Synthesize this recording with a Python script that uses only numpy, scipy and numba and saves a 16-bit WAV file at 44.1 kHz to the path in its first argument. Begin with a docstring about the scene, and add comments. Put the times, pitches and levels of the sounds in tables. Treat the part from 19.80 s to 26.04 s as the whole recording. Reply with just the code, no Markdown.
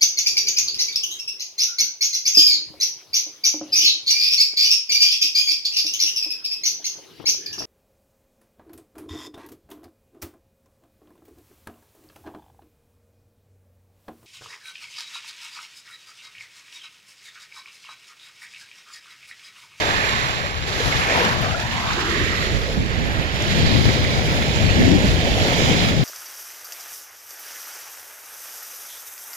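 """Small waves spill and wash up a sandy beach, a step or two from a hand-held stereo camera.
Surf: ringing bubble clouds over filtered noise, gated per band by each wave; single bubbles, splats and ticks on top.
An echo off the wet sand notches the surf, so its colour sweeps as the camera is raised.
Wind: low-passed turbulence, unrelated at the two ports, with a steady breeze and gusts."""
import sys
import numpy as np
from scipy import signal
from scipy.fft import rfft, irfft
from scipy.io import wavfile
from scipy.ndimage import map_coordinates
from numba import njit

SR = 44100
rng = np.random.default_rng(int(sys.argv[2]) if len(sys.argv) > 2 else 0)


def master(y):
    """Save y as 16-bit WAV."""
    cut = np.clip(np.atleast_2d(y).T, -1, 1)
    pcm = np.round(cut * 32767)  # scale
    wavfile.write(sys.argv[1], SR, pcm.astype(np.int16))


N = 275184
TIME = np.arange(N) / SR
FREQ = np.maximum(np.arange(N // 2 + 1) * SR / N, 1)

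# breaking waves: peak t/s, rise/s, wash/s, level/dB, churn and fizz re level/dB, hiss left minus right/dB
WAVES = [(0.1, 0.23, 0.44, -27, -3.5, -4.5, -2), (0.88, 0.0091, 0.099, -38.5, 5, 5, 1),
         (1.08, 0.13, 0.37, -28, -2.5, -3, 3), (1.41, 0.13, 0.16, -25.5, 0, -9, 4),
         (1.68, 0.047, 0.091, -34, 5.5, -14, 20), (2.12, 0.27, 0.13, -33, -3, -12, 5),
         (2.5, 0.7, 0.36, -33, 2, -1.2, -2), (3.14, 0.064, 0.064, -39.5, -11, -4, -7),
         (3.3, 0.15, 0.25, -34, 0.5, -7, -1), (3.69, 0.11, 0.1, -33.5, -3, -0.5, 2),
         (3.94, 0.23, 0.26, -29.5, -1.5, -2.5, -1), (4.5, 0.36, 0.22, -32.5, 2.5, -1, 1.5),
         (5.05, 0.4, 0.47, -30, -1, -1.5, -2.5), (5.84, 0.3, 0.28, -27.5, 2.5, -1, 1)]
# shore between waves: churn/dB, splash/dB, spray/dB, fizz/dB
LULL_DB = (-38.5, -40, -36.5, -42)
# bubble plumes, and at 2.52 s a bright band where the sand echo peaks: peak t/s, half length/s, centre f/Hz,
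# width/octaves, level before colouring/dB, left minus right/dB
PLUMES = [(0.023, .13, 414, 1.24, -13, 2), (0.05, 0.16, 760, 0.82, -13.5, 0),
          (.45, 0.5, 2200, 0.72, -14, 1), (1.196, 0.23, 716, 0.88, -18.5, 2),
          (1.46, 0.071, 223, 0.77, -13, 4), (1.29, 0.12, 2200, .35, -11.5, -1),
          (1.315, .03, 580, 0.54, -14, 1), (1.37, 0.035, 890, 0.06, -9.5, 2),
          (1.48, .04, 2200, 1.1, -15, -1), (1.68, .15, 750, 0.91, -20, 0),
          (1.422, 0.058, 503, 0.92, -14.5, 3), (2.333, 0.16, 373, 0.56, -13.5, 0),
          (2.52, 0.24, 1890, 0.22, -12.5, -7), (2.42, .16, 2600, 0.52, -13.5, -14),
          (2.87, 0.13, 470, 0.45, -14.5, -1), (3.95, 0.5, 4700, 0.62, -11.5, -14),
          (3.9, 0.6, 3340, 0.31, -16, -10), (4.25, .2, 2150, 0.27, -15.5, -6),
          (4.77, 0.25, 2800, 0.7, -16, -12), (5.046, .1, 1830, .5, -15, -4),
          (5.9, 0.24, 2250, 0.22, -15.5, -7), (5.75, 0.5, 3270, 0.44, -15, -10),
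          (5.824, 0.16, 6300, 0.61, -8.5, -25)]
# where the loudest crest lies: t/s, left port lead for short waves/ms, share of hiss from that spot/0-1
BEARING = [(0, 0.58, 0.36), (.72, 0.59, .85), (.85, .585, 0.12), (1.5, 0.57, .15), (1.65, .6, 0),
           (2.05, 1.3, .02), (2.3, 0.96, .12), (2.52, 0.84, 0.57), (2.72, .77, 0.4), (2.9, .64, 0.5),
           (3.1, .5, 0.47), (3.8, 0.46, 0.34), (4.0, 0.67, 0.3), (4.4, .68, 0.56), (4.8, 0.62, 0.4),
           (4.95, 0.48, .5), (5.2, 0.45, 0.5), (5.35, 0.67, 0.3), (5.6, 0.78, 0.56), (5.8, 0.68, 0.67),
           (6.24, 0.66, 0.5)]
# camera lift, sand to horizon: t/s, first echo notch left f/Hz, right f/Hz, echo strength/0-1
CAMERA = [(0, 207, 215, 0), (1.3, 213, 218, 0.1), (1.6, 266, 300, 0.17), (1.8, 367, 421, .45),
          (2.0, 455, 560, 0.64), (2.2, 516, 710, 0.64), (2.4, 660, 900, 0.48), (2.65, 754, 1030, .5),
          (2.95, 935, 1220, 0.27), (4.4, 980, 1330, 0.41), (5.2, 1100, 1420, 0.48), (6.24, 890, 1200, 0.36)]
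# surf colour at the ports: f/Hz, left level/dB, right level/dB
PORT_COLOUR = [(171, 7, 1), (298, 4, 2), (580, 6.5, 4), (940, 3, 2), (1360, 6.5, 5.5), (1755, -7.5, 5),
               (2030, -10, 2), (2740, -7.5, -2.5), (3580, -13.5, -3.5), (4260, -12.5, -7),
               (5270, -13.5, -13.5), (6080, -16.5, -17), (7140, -22, -13), (8910, -39.5, -39.5),
               (9380, -29, -31), (11900, -23.5, -29), (13200, -40, -40), (15000.0, -42, -41)]
# edges between splash, spray and fizz, the lowest being churn to splash: f/Hz
SURF_EDGES_HZ = [850, 1700, 3500]
# edges of the separately swelling foam bands: f/Hz
PATCH_EDGES_HZ = [300, 450, 700, 1050, 1600, 2400, 3600, 5400, 8000]
# steady breeze: t/s, left level/dB, right level/dB, tilt of rumble towards large eddies/dB
BREEZE = [(0, -28.5, -34.5, 5), (1.1, -27.5, -36, 3.5), (1.7, -26, -34, -3), (2.25, -29.5, -29.5, 12),
          (2.6, -27, -23, 13), (3.5, -36, -23.5, 12.5), (3.72, -19.5, -23, -2), (4.65, -21, -22, -1.5),
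          (5.28, -17, -19.5, 6), (5.6, -22.5, -20.5, 5), (6.24, -23.5, -25.5, -11)]
# gusts: peak t/s, half length/s, rumble level/dB, flutter level/dB, left minus right/dB
GUSTS = [(0.175, 0.024, -23.5, -33, 18), (1.078, 0.02, -19.5, -28, 23), (1.18, 0.017, -20, -36, 24),
         (1.61, 0.076, -23.5, -30, 26), (2.452, 0.049, -30, -36, -12), (2.757, 0.027, -23, -28.5, -14),
         (3.006, 0.05, -23, -23, -5), (3.234, 0.065, -22.5, -26, -7), (3.389, 0.022, -20, -29.5, -15),
         (3.79, 0.07, -19.5, -28, 2), (3.954, 0.15, -16.5, -20.5, 11), (4.865, 0.068, -22, -26, 18),
         (5.016, 0.035, -29, -13, 1.5), (5.119, 0.053, -34, -12.5, 6), (5.243, 0.018, -26, -16.5, -2),
         (5.947, 0.12, -22.5, -22, 18), (6.192, 0.063, -19, -23, 4)]
# spectrum of large eddies: f/Hz, level/dB
RUMBLE = [(12, -38), (25, -24), (40, -6), (58, -2), (85, -0.5), (115, 0.5), (160, -4.5), (240, -31),
          (500, -88)]
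# spectrum of small eddies: f/Hz, level/dB
FLUTTER = [(70, -0.5), (130, -2.5), (175, 5), (240, 0.5), (320, -5), (430, -17.5), (700, -24.5),
           (2000, -74)]
# lumps of water slapping down: t/s, level before band-pass/dB, left minus right/dB
SPLATS = [(0.293, -15, 0), (0.3262, -20, 0), (.486, -21, 0), (0.824, -20, 2), (0.8374, -20.5, 2),
          (0.8688, -24, 0), (1.057, -17, -2), (1.45, -13, 0), (1.49, -17, 0), (1.8, -19.5, 0),
          (2.132, -19, -7), (2.3724, -24, 0), (3.061, -24, -6), (4.133, -18, -10), (4.769, -18, -8),
          (5.116, -16, -10), (6.086, -13, -9)]
# thin high ticks: t/s, level before band-pass/dB
TICKS = [(0.436, -28), (1.069, -22), (1.371, -27), (1.616, -24), (3.415, -33)]
# single bubbles and drops: t/s, level before decay/dB, start f/Hz, length/cycles, left minus right/dB
PLOPS = [(0.639, -22, 569, 46.3, 3), (1.003, -14.5, 467, 17, 3), (1.125, -9, 2160, 46, -9),
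         (1.408, -12, 472, 27, 3), (1.745, -17, 1387, 46, 4), (2.625, -11, 1900, 25, -10),
         (3.623, -15, 6060, 26, 0), (4.089, -9, 2240, 27, -7), (4.248, -11, 1960, 20, -10),
         (5.021, -11, 1950, 24, -7)]

HISS_DB = -2  # breaker and foam, before colouring
BEND_DOWN_MS, BEND_UP_MS = 0.27, 0.15  # left port lead for long waves, camera down and up
LIFT_CHURN_DB, LIFT_SPLASH_DB = 3.5, 0.5  # gain added at full lift
BREEZE_FLUTTER_DB = -8  # flutter re rumble in the steady breeze
TOP_HZ = 15700


def undb(db):
    """Decibels to gain."""
    return 10 ** (np.asarray(db) / 20)


def unit(x):
    """Scale to rms 1."""
    return x / np.sqrt(np.mean(x ** 2))


def curves(table):
    """Columns of a timed table, one value a sample."""
    s, *columns = np.transpose(table)
    return [np.interp(TIME, s, column) for column in columns]


def colour(x, hz, db):
    """Filter by spectrum points joined on a log-frequency axis."""
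    response = undb(np.interp(np.log(FREQ), np.log(hz), db))
    return irfft(rfft(x) * response, N)


def split(x, edges_hz, order=8):
    """Neighbouring bands that add up to the whole."""
    lowpasses = [1 / (1 + (FREQ / hz) ** order) for hz in edges_hz]
    below = [np.zeros_like(FREQ)] + lowpasses + [np.ones_like(FREQ)]
    whole = rfft(x)
    return [irfft(whole * band, N) for band in np.diff(below, axis=0)]


def late(x, delay_s):
    """Delay by a time that may move."""
    return map_coordinates(x, [np.arange(N) - delay_s * SR], order=3, mode="mirror")


def walk(rate_hz):
    """Smooth random curve of rms 1, low-passed near rate_hz."""
    spectrum = rfft(rng.standard_normal(N))
    return unit(irfft(spectrum / (1 + (FREQ / rate_hz) ** 4), N))


def pan(db):
    """Left and right gains of constant power."""
    gains = undb(np.array([db, -db]) / 2)
    return gains / np.sqrt(np.mean(gains ** 2, axis=0))


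def swell(s, rise_s, fall_s):
    """Rounded rise and fall, 1 at its height."""
    return np.exp(-((TIME - s) / np.where(TIME < s, rise_s, fall_s)) ** 2)


@njit
def bubbles(start_s, hz, cycles, size, rise):
    """Each bubble is a decaying sine that climbs in pitch as it nears the surface."""
    out = np.zeros(N)
    for k in range(len(start_s)):
        first = int(start_s[k] * SR)
        life = cycles[k] * SR / hz[k]  # samples
        for i in range(min(int(life), N - first)):
            age = i / life
            envelope = (1 - np.exp(-40 * age)) * np.exp(-5 * age)
            phase = 2 * np.pi * hz[k] * i / SR * (1 + rise * age / 2)
            out[first + i] += size[k] * envelope * np.sin(phase)
    return out


def plumes(bubbles_per_cycle=1.6, spread_db=2.5, count=8000):
    """Narrow clouds of like-sized bubbles: mostly plumes trapped by collapsing crests, plus a bright band near
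    1.9 kHz at 2.5 s where the sand echo peaks; higher-pitched clouds hold more bubbles."""
    out = np.zeros((2, N))
    for s, length_s, hz, octaves, db, pan_db in PLUMES:
        used = int(bubbles_per_cycle * hz * 2 * length_s) + 1
        when, pitch, ring, luck = rng.random((count, 4))[:used].T
        # logistic scatter about the height
        start_s = s + length_s * .3 * np.log((when + 1e-9) / (1 - when))
        size = (start_s >= 0) * undb(-spread_db * np.log(1 - .995 * luck))
        bubble_hz = hz * 2 ** (octaves * (pitch - .5))
        cloud = bubbles(np.abs(start_s), bubble_hz, 10 + 22 * ring ** 2, size, 0.077)
        rms = np.sqrt(np.mean(swell(s, length_s, length_s) ** 2))
        out += unit(cloud) * rms * undb(db) * pan(pan_db)[:, None]
    return out


def white_water(low_hz, high_hz, spread_db, wash_db, surge_db, count):
    """Bubble cloud, even per octave, over the noise wash of countless others; it comes in uneven slops."""
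    when, pitch, ring, luck = rng.random((count, 4)).T
    hz = low_hz * (high_hz / low_hz) ** pitch
    size = undb(-spread_db * np.log(1 - .995 * luck)) * (hz / high_hz) ** 0.8
    cloud = bubbles(when * N / SR, hz, 5 + 22 * ring ** 2, size, 0.18)
    wash = split(rng.standard_normal(N), [low_hz, high_hz])[1]
    water = unit(cloud) + undb(wash_db) * unit(wash)
    return unit(water * undb(surge_db * walk(25)))


def breakers():
    """Gains of churn, splash, spray and fizz at each port: the power of each wave adds to that of the lull."""
    power = undb(LULL_DB)[:, None, None] ** 2
    for s, rise_s, wash_s, db, churn_db, fizz_db, pan_db in WAVES:
        # the camera shades only the hiss
        bands = [undb(churn_db) * pan(0), pan(0), pan(pan_db), undb(fizz_db) * pan(pan_db)]
        gains = undb(db) * np.array(bands)
        power = power + gains[:, :, None] ** 2 * swell(s, rise_s, wash_s)
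    return np.sqrt(power)


def far_port(x, bend_ms, lead_ms, turn_rad=2.01):
    """Long waves bend round the camera, nearly together; short ones come later, phase-turned by its body."""
    long_waves, middle, short_waves = split(x, [1020, 1700])
    turned = irfft(rfft(short_waves) * np.exp(1j * turn_rad), N)
    return late(long_waves, bend_ms / 1000) + late(middle, 0.00032) + late(turned, lead_ms / 1000)


def patchy(x, patchy_db, rate_hz):
    """Foam patches open and close along the crest, so each band swells on its own."""
    return sum(band * undb(patchy_db * walk(rate_hz)) for band in split(x, PATCH_EDGES_HZ))


def sand_echo(water, notches_hz, strength):
    """Rough sand mirrors only the lower part, half a period of the notch later."""
    mirrored = split(water, [2400], order=4)[0]
    echoes = [late(port, .5 / notch_hz) for port, notch_hz in zip(mirrored, notches_hz)]
    return water + strength * np.array(echoes)


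def surf():
    """The nearest breaker reaches the left port first; foam along the shore differs at each port."""
    churn_gain, splash_gain, spray_gain, fizz_gain = breakers()
    left_hz, right_hz, echo = curves(CAMERA)
    lead_ms, focus = curves(BEARING)
    focus = np.clip(focus, 0, 1)
    lift = (left_hz - left_hz.min()) / np.ptp(left_hz)
    bend_ms = BEND_DOWN_MS + lift * (BEND_UP_MS - BEND_DOWN_MS)

    body = white_water(130.5, 1524, spread_db=2.0, wash_db=1.5, surge_db=0.0, count=5000)
    breaker = white_water(1495, 15540, spread_db=2.5, wash_db=-1.0, surge_db=1.0, count=30000)
    foam = np.array([white_water(1490, 15570, spread_db=1.5, wash_db=0.0, surge_db=1.1, count=40000)
                     for _ in range(2)])
    far_wash = split(rng.standard_normal((2, N)), [1150])[0]

    # the finest fizz comes from everywhere
    foam, finest = split(foam, [7000])
    foam = np.sqrt(1 - focus) * foam + finest
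    focused = np.sqrt(focus) * split(breaker, [7000])[0]
    left, right = undb(-11.5) * body + undb(HISS_DB) * focused + plumes()
    water = np.array([left, far_port(right, bend_ms, lead_ms)])
    water = water + undb(HISS_DB) * foam + undb(-5.5) * far_wash
    water = patchy(water, patchy_db=.8, rate_hz=6.2)
    water = sand_echo(water, [left_hz, right_hz], echo)
    hz, *port_db = np.transpose(PORT_COLOUR)
    water = np.array([colour(port, hz, db) for port, db in zip(water, port_db)])

    _, churn, splash, spray, fizz = split(water, [140] + list(SURF_EDGES_HZ))
    churn = unit(churn) * churn_gain * undb(LIFT_CHURN_DB * lift)
    splash = unit(splash) * splash_gain * undb(LIFT_SPLASH_DB * lift - 2.5)
    spray = unit(spray) * spray_gain * undb(1.73)
    fizz = unit(fizz) * fizz_gain * undb(1.5)
    return churn + splash + spray + fizz


def eddies(spectrum, middle_hz, tilt_db, buffet_db, rate_hz):
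    """Lumpy turbulent pressure, unrelated at the ports; colour tilts about the middle at constant power."""
    hz, db = np.transpose(spectrum)
    ports = [colour(rng.standard_normal(N), hz, db) * undb(buffet_db * walk(rate_hz)) for _ in range(2)]
    large, small = split(unit(np.array(ports)), [middle_hz], order=4)
    tilt = undb(tilt_db)
    power = (np.var(large) + tilt ** 2 * np.var(small)) / (np.var(large) + np.var(small))
    return (large + tilt * small) / np.sqrt(power)


def wind():
    """Large eddies rumble all the time; strong gusts shed small ones that flutter ever higher."""
    left_db, right_db, depth_db = curves(BREEZE)
    rumble_power = undb([left_db, right_db]) ** 2
    flutter_power = rumble_power * undb(BREEZE_FLUTTER_DB) ** 2
    for s, length_s, rumble_db, flutter_db, pan_db in GUSTS:
        gust = swell(s, length_s, length_s) * pan(pan_db)[:, None] ** 2
        rumble_power = rumble_power + gust * undb(rumble_db) ** 2
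        flutter_power = flutter_power + gust * undb(flutter_db) ** 2
    force_db = 10 * np.log10(np.mean(flutter_power, axis=0))
    flutter_tilt_db = 0.71 * (force_db - np.mean(force_db))
    rumble = eddies(RUMBLE, middle_hz=59.6, tilt_db=-depth_db, buffet_db=1.73, rate_hz=39)
    flutter = eddies(FLUTTER, middle_hz=242, tilt_db=flutter_tilt_db, buffet_db=1.0, rate_hz=21)
    return rumble * np.sqrt(rumble_power) + flutter * np.sqrt(flutter_power)


def splats(decay_s=0.003):
    """Thrown water lands with a short wet tick: decaying band-passed noise."""
    envelope = np.zeros((2, N))
    for s, db, pan_db in SPLATS:
        decay = (TIME >= s) * np.exp(-np.abs(TIME - s) / decay_s)
        envelope += undb(db) * pan(pan_db)[:, None] * decay
    left, right = split(envelope * rng.standard_normal(N), [900, 6000], order=6)[1]
    return undb(3.0) * np.array([left, late(right, 0.00053)])


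def ticks(decay_s=0.0015, pan_db=6):
    """Thin, high ticks close to the left port: decaying noise in a narrow band."""
    envelope = sum(undb(db) * (TIME >= s) * np.exp(-np.abs(TIME - s) / decay_s) for s, db in TICKS)
    band = split(envelope * rng.standard_normal(N), [9500, 12500], order=16)[1]
    return band * pan(pan_db)[:, None]


def plops():
    """Now and then one pocket of air rings above the rest, slightly later at the right port."""
    s, db, hz, cycles, pan_db = np.transpose(PLOPS)
    left, right = (bubbles(s, hz, cycles, undb(db) * gain, 0.066) for gain in pan(pan_db))
    return np.array([left, late(right, 0.00013)])


def scene():
    """Surf, its single bubbles and splats, a few thin ticks, and the wind."""
    return surf() + plops() + splats() + ticks() + wind()


def record(dry):
    """The camera rounds off peaks towards 0.93 and cuts everything above TOP_HZ."""
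    rounded = dry / (1 + (dry / .93) ** 6) ** (1 / 6)
    lowpass = signal.ellip(10, .2, 80, TOP_HZ, fs=SR, output="sos")
    return signal.sosfilt(lowpass, rounded)


dry = scene()
out = record(dry)
master(out)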